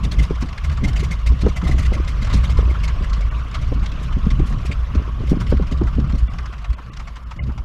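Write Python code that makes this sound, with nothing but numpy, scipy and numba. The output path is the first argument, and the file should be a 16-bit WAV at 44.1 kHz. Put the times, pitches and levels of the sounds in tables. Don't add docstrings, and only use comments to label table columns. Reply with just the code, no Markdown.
import sys
import numpy as np
from scipy import signal
from scipy.fft import rfft, irfft, next_fast_len
from scipy.io import wavfile
from scipy.ndimage import uniform_filter1d
from numba import njit

SR = 44100
rng = np.random.default_rng(int(sys.argv[2]) if len(sys.argv) > 2 else 0)


def output_pcm(signal):
    pcm = np.clip(np.atleast_2d(signal).T, -1, 1) * 32767
    wavfile.write(sys.argv[1], SR, np.round(pcm).astype(np.int16))


def voltage_ratio(level):
    return 10 ** (np.asarray(level, float) / 20)


N = 336924
TIME = np.arange(N) / SR

# time in seconds, level in dB.
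GUST_CURVE = [(0.0, -19), (0.5, -27.5), (0.9, -21.5), (1.2, -26), (1.5, -24), (2.3, -19.5), (2.6, -21.5),
              (3.54, -28.5), (3.73, -16.5), (3.96, -28), (4.32, -18.5), (4.85, -28), (5.5, -19.5),
              (6.15, -24), (6.5, -33.5), (7.3, -35.5), (7.46, -25.5), (7.64, -31)]
# start in seconds, ring level in dB, hiss level in dB, sharpness in dB above the hiss.
RINGING_FIRINGS = [(0.429, -39, -41, -23), (0.779, -38, -41, -29), (0.94, -42, -43, -23),
                   (1.468, -35, -38, -34), (1.621, -34.5, -39.5, -30), (2.278, -34, -42.5, -29),
                   (2.321, -38, -47, -25), (2.585, -38.5, -39, -12), (2.754, -33.5, -52, -20),
                   (2.889, -39, -36.5, -19), (3.399, -42, -48, -21), (3.555, -37, -36, -15),
                   (4.534, -42, -40.5, -27), (5.418, -35, -41, -6), (5.523, -35, -56, -25),
                   (5.631, -36.5, -46, -24.5), (5.878, -34, -40.5, -25), (5.937, -41, -51, -29),
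                   (6.105, -39.5, -44, -25), (6.395, -38, -41.5, -23), (6.464, -40.5, -40.5, -30),
                   (6.535, -37.5, -45.5, -23), (6.651, -38, -41.5, -30), (6.789, -37, -57, -31),
                   (7.005, -36, -44, -18), (7.082, -41, -43, -24), (7.168, -39, -45.5, -16),
                   (7.319, -35, -43.5, -21), (7.5, -38, -68, -31), (7.585, -42, -41.5, -34)]


def level(x):
    return x / np.sqrt(np.mean(x ** 2))


def curve(table, t):
    return np.interp(t, *np.transpose(table))


@njit
def svf(x, hz, width):
    y, band_state, low_state = np.empty(len(x)), 0., 0.
    for i in range(len(x)):
        g = np.tan(np.pi * hz[i] / SR)
        k = width / hz[i]
        v = (band_state + g * (x[i] - low_state)) / (1 + g * (g + k))
        band_state = 2 * v - band_state
        low_state = low_state + 2 * g * v
        y[i] = k * v
    return y


def band(hz, width_hz):
    hz = hz + np.zeros(N)
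    once = svf(rng.standard_normal(N), hz, 1. * width_hz)
    return level(svf(once, hz, 1. * width_hz))


def coloured(shape):
    hz, db = np.transpose(shape)
    size = next_fast_len(N)
    log_hz = np.log(np.arange(size // 2 + 1) * SR / size + 1)
    gain = voltage_ratio(np.interp(log_hz, np.log(hz), db, left=-90, right=-90))
    return level(irfft(rfft(rng.standard_normal(size)) * gain, size)[:N])


def walk(rate):
    k = int(SR / rate)
    held = np.repeat(rng.standard_normal(N // k + 1), k)
    x = uniform_filter1d(uniform_filter1d(held, k), k)[:N]
    return x / x.std()


def patchy(x, width_hz, seconds, depth_db):
    spectrum = signal.stft(x, nperseg=256)[2]
    field = rng.standard_normal(spectrum.shape)
    for axis, size in enumerate((width_hz * 256 / SR, seconds * SR / 128)):
        size = max(int(round(size)), 1)
        field = uniform_filter1d(uniform_filter1d(field, size, axis=axis), size, axis=axis)
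    gain = voltage_ratio(depth_db * field / field.std())
    return level(signal.istft(spectrum * gain, nperseg=256)[1][:N])


def wind():
    # peak in seconds, level in dB, half length in seconds.
    swells = [(0.0, -11, 0.01), (0.182, -12, 0.046), (0.454, -23.5, .05), (0.69, -17.5, 0.032),
              (1.026, -18, 0.088), (1.304, -13, 0.028), (1.46, -16, 0.038), (1.844, -15.5, 0.1),
              (2.355, -16.5, 0.052), (2.589, -13, 0.055), (2.847, -21.5, 0.24), (3.254, -21.5, 0.21),
              (3.696, -25, 0.035), (4.17, -22, 0.13), (4.757, -21, 0.061), (4.973, -11.5, 0.026),
              (5.33, -25.5, 0.087), (5.517, -16.5, 0.038), (5.906, -25, .2), (6.236, -17, 0.016),
              (6.41, -25.5, 0.11), (6.703, -17.5, 0.012), (7.43, -23.5, 0.029), (7.596, -27, .02)]
    gust_db = curve(GUST_CURVE, TIME)
    power = voltage_ratio(gust_db - 0.5) ** 2
    for s, db, half_s in swells:
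        power = power + voltage_ratio(db) ** 2 * np.exp(-((TIME - s) / half_s) ** 2)
    thrum_hz = 58.25 * (1 + 0.02998 * walk(4))
    phase = 2 * np.pi * np.cumsum(thrum_hz * (1 + 0.084 * walk(24))) / SR
    overtone = 0.14 * np.cos(2 * phase + 1.35 * walk(9))
    tone = np.sqrt(2) * (np.sin(phase) + overtone)
    thrum = (0.81 * tone * voltage_ratio(2.9 * walk(23.956)) + 0.8 * band(thrum_hz, 32.0)) * np.sqrt(power)
    rumble = band(30.7, 24.0) * voltage_ratio(gust_db - 0.5 - walk(3))
    flutter = band(125.4, 75.6) * voltage_ratio(gust_db - 8.5 + 3.65 * walk(22))
    return thrum + rumble + flutter


def swirls(count=3):
    # time in seconds, swing in Hz, peak in dB, length in seconds of the train they shed.
    slaps = [(0.054, 218, -18.5, 0.076), (0.196, 140, -20, 0.017), (0.31, 300, -14, 0.019),
             (0.429, 268, -16.5, 0.028), (0.831, 131, -12, 0.073), (1.321, 192, -20, 0.015),
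             (1.437, 126, -10.5, 0.041), (1.467, 437, -8.5, .02), (1.637, 159, -15, 0.019),
             (1.695, 315, -15.5, 0.11), (1.922, 437, -14, 0.085), (2.343, 218, -15, 0.024),
             (2.592, 406, -13.5, 0.13), (3.011, 370, -22.5, 0.021), (3.722, 290, -17.5, 0.12),
             (4.169, 266, -18, 0.023), (4.27, 243, -13, .08), (4.4, 287, -11.5, 0.063),
             (4.51, 192, -23, .03), (4.699, 136, -18, 0.026), (4.956, 242, -10.5, 0.14),
             (5.208, 218, -17.5, 0.035), (5.319, 278, -6, 0.059), (5.526, 500, -6.5, .02),
             (5.6, 297, -13.5, 0.046), (5.72, 229, -16, .05), (5.817, 314, -8.5, .03),
             (5.987, 231, -10, 0.062), (6.137, 167, -17, 0.013), (7.483, 200, -21, .02)]
    s, hz, db, train_s = np.transpose(slaps)
    heave = (s + 0.0069, 50.7 + 0 * s, db - 6)
    spit = (s - .002, hz * 1.72, db - 12)

    lag, pitch, size = rng.random((len(slaps), count, 3)).T
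    order = np.arange(count)[:, None]
    shed_s = s + train_s * (order + lag) / count
    shed_hz = hz * 2 ** (.8 * (2 * pitch - 1) - .6)
    shed_db = db - 5.5 * (.5 + size) - 2 * order
    shed = np.reshape((shed_s, shed_hz, shed_db), (3, -1))

    place, pitch, size = rng.random((150, 3)).T
    stray_s = (np.arange(150) + place) / 8.3
    stray_hz = 160.5 * 2 ** (1.2 * pitch ** 2)
    stray_db = curve(GUST_CURVE, stray_s) - 1.5 + 3.5 * (2 * size - 1)
    stray = np.array([stray_s, stray_hz, stray_db])[:, stray_s < TIME[-1]]
    return np.hstack([(s, hz, db), heave, spit, shed, stray]).T


def eddies(turns=0.77, base_db=-4, wake_db=-9):
    out = np.zeros(N + SR)
    margin = np.zeros(2000)
    coarse_wake = np.concatenate([margin, band(170, 114), margin])
    fine_wake = np.concatenate([margin, band(380, 247), margin])
    rows = swirls()
    chance = rng.random((len(rows), 3))
    for (s, hz, db), (phase, base_phase, lag) in zip(rows, chance):
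        t = np.arange(-2000, 2000) / SR * hz
        swing = np.exp(-.5 * (t / turns) ** 2) * np.cos(2 * np.pi * (t + phase))
        u = 0.443 * t - 0.87 * (lag - .5)
        base = np.exp(-.5 * (u / turns) ** 2) * np.cos(2 * np.pi * (u + base_phase))
        start = int(s * SR)
        wake = fine_wake if int(hz) > 280 or hz > 280 else coarse_wake
        ragged = wake[start:start + len(t)] * np.exp(-.5 * ((t - .6) / 1.26) ** 2)
        slap = swing + voltage_ratio(base_db) * base + voltage_ratio(wake_db) * ragged
        out[start:start + len(t)] += voltage_ratio(db - 3.5) * np.hanning(len(t)) * slap
    return out[2000:N + 2000]


def wash():
    # time in seconds, level in dB.
    roar_curve = [
        (0.0, -42),
        (1.42, -42),
        (2.36, -38.5),
        (3.36, -40.5),
        (4.6, -41.5),
        (6.23, -44),
        (7.4, -49.5),
        (7.64, -51),
    ]
    # frequency in Hz, density in dB per Hz.
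    low_spectrum = [(150, -38), (250, -29), (410, -8.5), (615, -5.5), (828, -11.5), (1110, 4.5), (1230, 0),
                    (1380, -3), (1800, -11), (2340, -40), (3960, -120)]
    high_spectrum = [(880, -29.5), (1500, -5), (1930, 2), (2940, 3.5), (4160, -6.5), (5720, -9.5),
                     (8410, -23.5), (13800, -31), (15000, -32)]
    low_db = curve(roar_curve, TIME)
    high_db = low_db - 6 - 0.26 * TIME
    flicker = walk(26)
    low = patchy(coloured(low_spectrum), width_hz=330, seconds=.014, depth_db=3.0)
    high = patchy(coloured(high_spectrum), width_hz=400, seconds=.012, depth_db=3.5)
    return low * voltage_ratio(low_db + 0.57 * flicker) + high * voltage_ratio(high_db + 0.5 + 0.72 * flicker)


def firings():
    # peak in seconds, hiss level in dB, whistle in dB above the hiss.
    blows = [(0.045, -36, -22), (0.124, -34, -12), (0.195, -36, 2), (0.234, -33.5, -9), (0.416, -39.5, -24),
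             (0.649, -38.5, 1), (0.726, -44, -24), (0.847, -34.5, 3.5), (0.887, -35.5, -16),
             (0.969, -36.5, -6), (1.001, -36.5, -2), (1.042, -36, -4), (1.12, -34, 5.5), (1.272, -34, -3),
             (1.418, -39, -11), (1.571, -35.5, 3.5), (1.649, -41, 1), (1.683, -34.5, -11), (1.721, -38, 7),
             (1.793, -33, -3), (1.83, -40, -14), (1.862, -39.5, 1), (1.941, -36.5, 2.5), (2.086, -37, -3.5),
             (2.226, -40, 2.5), (2.34, -32.5, -24), (2.375, -38.5, -3), (2.446, -35.5, 1), (2.708, -43, 6),
             (2.843, -35.5, -1.5)]
    # peak in seconds, hiss level in dB, sharpness in dB above the hiss.
    pops = [(0.58, -38, -29), (2.303, -40.5, -15), (2.506, -38, -9.5), (3.046, -45.5, -11),
            (3.212, -39.5, -24), (3.621, -43, -13), (3.743, -47, -19), (3.838, -43, -14),
            (3.919, -39.5, -36), (4.036, -47, -3.5), (4.128, -44, -25), (4.309, -35.5, -22),
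            (4.474, -49.5, 0.5), (4.663, -40, -6), (4.719, -35.5, -21), (4.952, -39, -28), (5.304, -43, -4),
            (5.473, -42, -19), (5.505, -42, -8), (5.675, -42.5, -19), (5.721, -40.5, -12),
            (5.837, -42, -33), (6.001, -43, -35), (6.155, -46, -22), (6.282, -38.5, -43),
            (6.337, -42.5, -34), (6.705, -45.5, -26), (6.935, -45, -31), (6.971, -45.5, -20),
            (7.393, -36, -44)]
    # time in seconds, firings per second.
    pace = [
        (0, 28.5),
        (2.9, 29.5),
        (7.64, 24),
    ]
    pop_whistle_db = -7.5
    blow_s, blow_db, blow_whistle_db = np.transpose(blows)
    pop_s, pop_db, pop_sharp_db = np.transpose(pops)
    ring_s, _, ring_db, ring_sharp_db = np.transpose(RINGING_FIRINGS)
    puff_s = ring_s - 0.005
    strong = np.hstack([(blow_s, blow_db, blow_whistle_db, -9.5 + 0 * blow_s),
                        (pop_s, pop_db, pop_whistle_db + 0 * pop_s, pop_sharp_db),
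                        (puff_s, ring_db, pop_whistle_db + 1.5 + 0 * ring_s, ring_sharp_db)])

    chance = rng.standard_normal((240, 4)).T
    fired = np.cumsum(curve(pace, TIME)) / SR
    s = np.interp(np.arange(240), fired, TIME) + 0.0062 * chance[0]
    weak_db = -48.5 - 1.0 * s + 6 * chance[1]
    weak = np.array([s, weak_db, pop_whistle_db + 3.2 * chance[2], -26.5 + 9.0 * chance[3]])
    free = np.abs(s[:, None] - strong[0]).min(axis=1) > .02
    return np.hstack([strong, weak[:, free & (s > 0) & (s < TIME[-1] - .03)]])


def puffs(s, db, stretch, rise, fall, tail, tail_db):
    out = np.zeros(N + SR)
    for start, gain, wide in zip((s * SR).astype(int), voltage_ratio(db), stretch):
        t = np.arange(-1500, 6000) / SR / wide
        before = t < 0
        span = np.where(before, 1.16 * rise * wide, fall)
        peak = np.exp(-.5 * np.abs(t / span) ** np.where(before, 3.5, 2))
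        scattered = voltage_ratio(tail_db) * (t > 0) * (1 - peak) * np.exp(-t * wide / tail)
        out[start:start + len(t)] += gain * (peak + scattered)
    return out[1500:N + 1500]


def exhaust():
    # frequency in Hz, density in dB per Hz.
    hiss_spectrum = [(880, -29), (1500, -9), (1770, -5), (2130, -3.5), (2900, -5.5), (4620, -9),
                     (5330, -11.5), (6970, -16.5), (9000, -28.5), (11700, -52), (19800, -120)]
    s, db, whistle_db, sharp_db = firings()
    stretch = np.clip(1 + 0.027 * (sharp_db + 15.5), .45, 1.6)

    gas = voltage_ratio(2.44 * walk(180)) * patchy(coloured(hiss_spectrum), width_hz=350, seconds=.016, depth_db=3.5)
    hiss = gas * puffs(s, db + 0.057, stretch, rise=0.0057, fall=0.0098, tail=0.021, tail_db=-10.0)
    lip = band(2090 * (1 + 0.02 * walk(9.2)), 150)
    whistle = lip * puffs(s, db + whistle_db + .5, stretch, rise=0.0039, fall=0.006, tail=0.024, tail_db=-10.5)
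    top = patchy(band(5500, 8700), width_hz=500, seconds=.008, depth_db=0.5)
    sharp = top * puffs(s, db + sharp_db - .5, stretch, rise=0.0042, fall=0.0049, tail=0.024, tail_db=-7.0)

    ring_s, ring_db = np.transpose(RINGING_FIRINGS)[:2]
    stub = band(1170 * (1 + 0.074 * walk(14)), 700)
    throat = voltage_ratio(1.0 + 4.0 * walk(20)) * band(610 * (1 + 0.13 * walk(13)), 160)
    every = puffs(s, db - 10.5, stretch, rise=0.0074, fall=0.0093, tail=0.051, tail_db=-8.5)
    loud = puffs(ring_s, ring_db - .5, np.ones(len(ring_s)), rise=0.0054, fall=0.0073, tail=0.015, tail_db=-4.5)
    pipe = (stub + throat) * every + stub * loud

    collector = band(148.5, 30)
    boom_db = db + sharp_db + 15.5 - 2.2 * s
    boom = collector * puffs(s, boom_db, stretch, rise=0.0084, fall=0.023, tail=0.033, tail_db=-7)
    return boom + hiss + whistle + sharp + pipe


def scene():
    return (wind() + eddies() + wash() + exhaust())[None]


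def thinned(x, keep=0.26):
    hz, _, spectrum = signal.stft(x, SR, nperseg=1024)
    size = np.abs(spectrum)
    threshold = uniform_filter1d(size, 17, axis=0) * np.sqrt(-4 / np.pi * np.log(keep))
    middle = 1.46 * (size > threshold) * (hz[:, None] < 3500)
    gain = np.where(hz[:, None] < 900, 1, middle)
    return signal.istft(spectrum * gain, SR, nperseg=1024)[1][..., :N]


def top_cut(x):
    return signal.sosfilt(signal.butter(12, 15350, fs=SR, output="sos"), x)


def record(dry):
    dropouts = [3.302, 6.288, 6.757, 6.908, 7.25, 7.394, 7.406, 7.419]
    capsule_hiss = voltage_ratio(-76.5) * band(11000, 9000)
    x = np.tanh(.45 * dry) / .45 + capsule_hiss
    lost = np.minimum(sum(np.exp(-.5 * ((TIME - s) / .008) ** 4) for s in dropouts), 1)
    x = x + lost * (thinned(x[0]) - x)
    low_pass = signal.ellip(8, .2, 60, 15330, fs=SR, output="sos")
    return top_cut(signal.sosfilt(low_pass, x))


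dry = scene()
out = record(dry)
output_pcm(out)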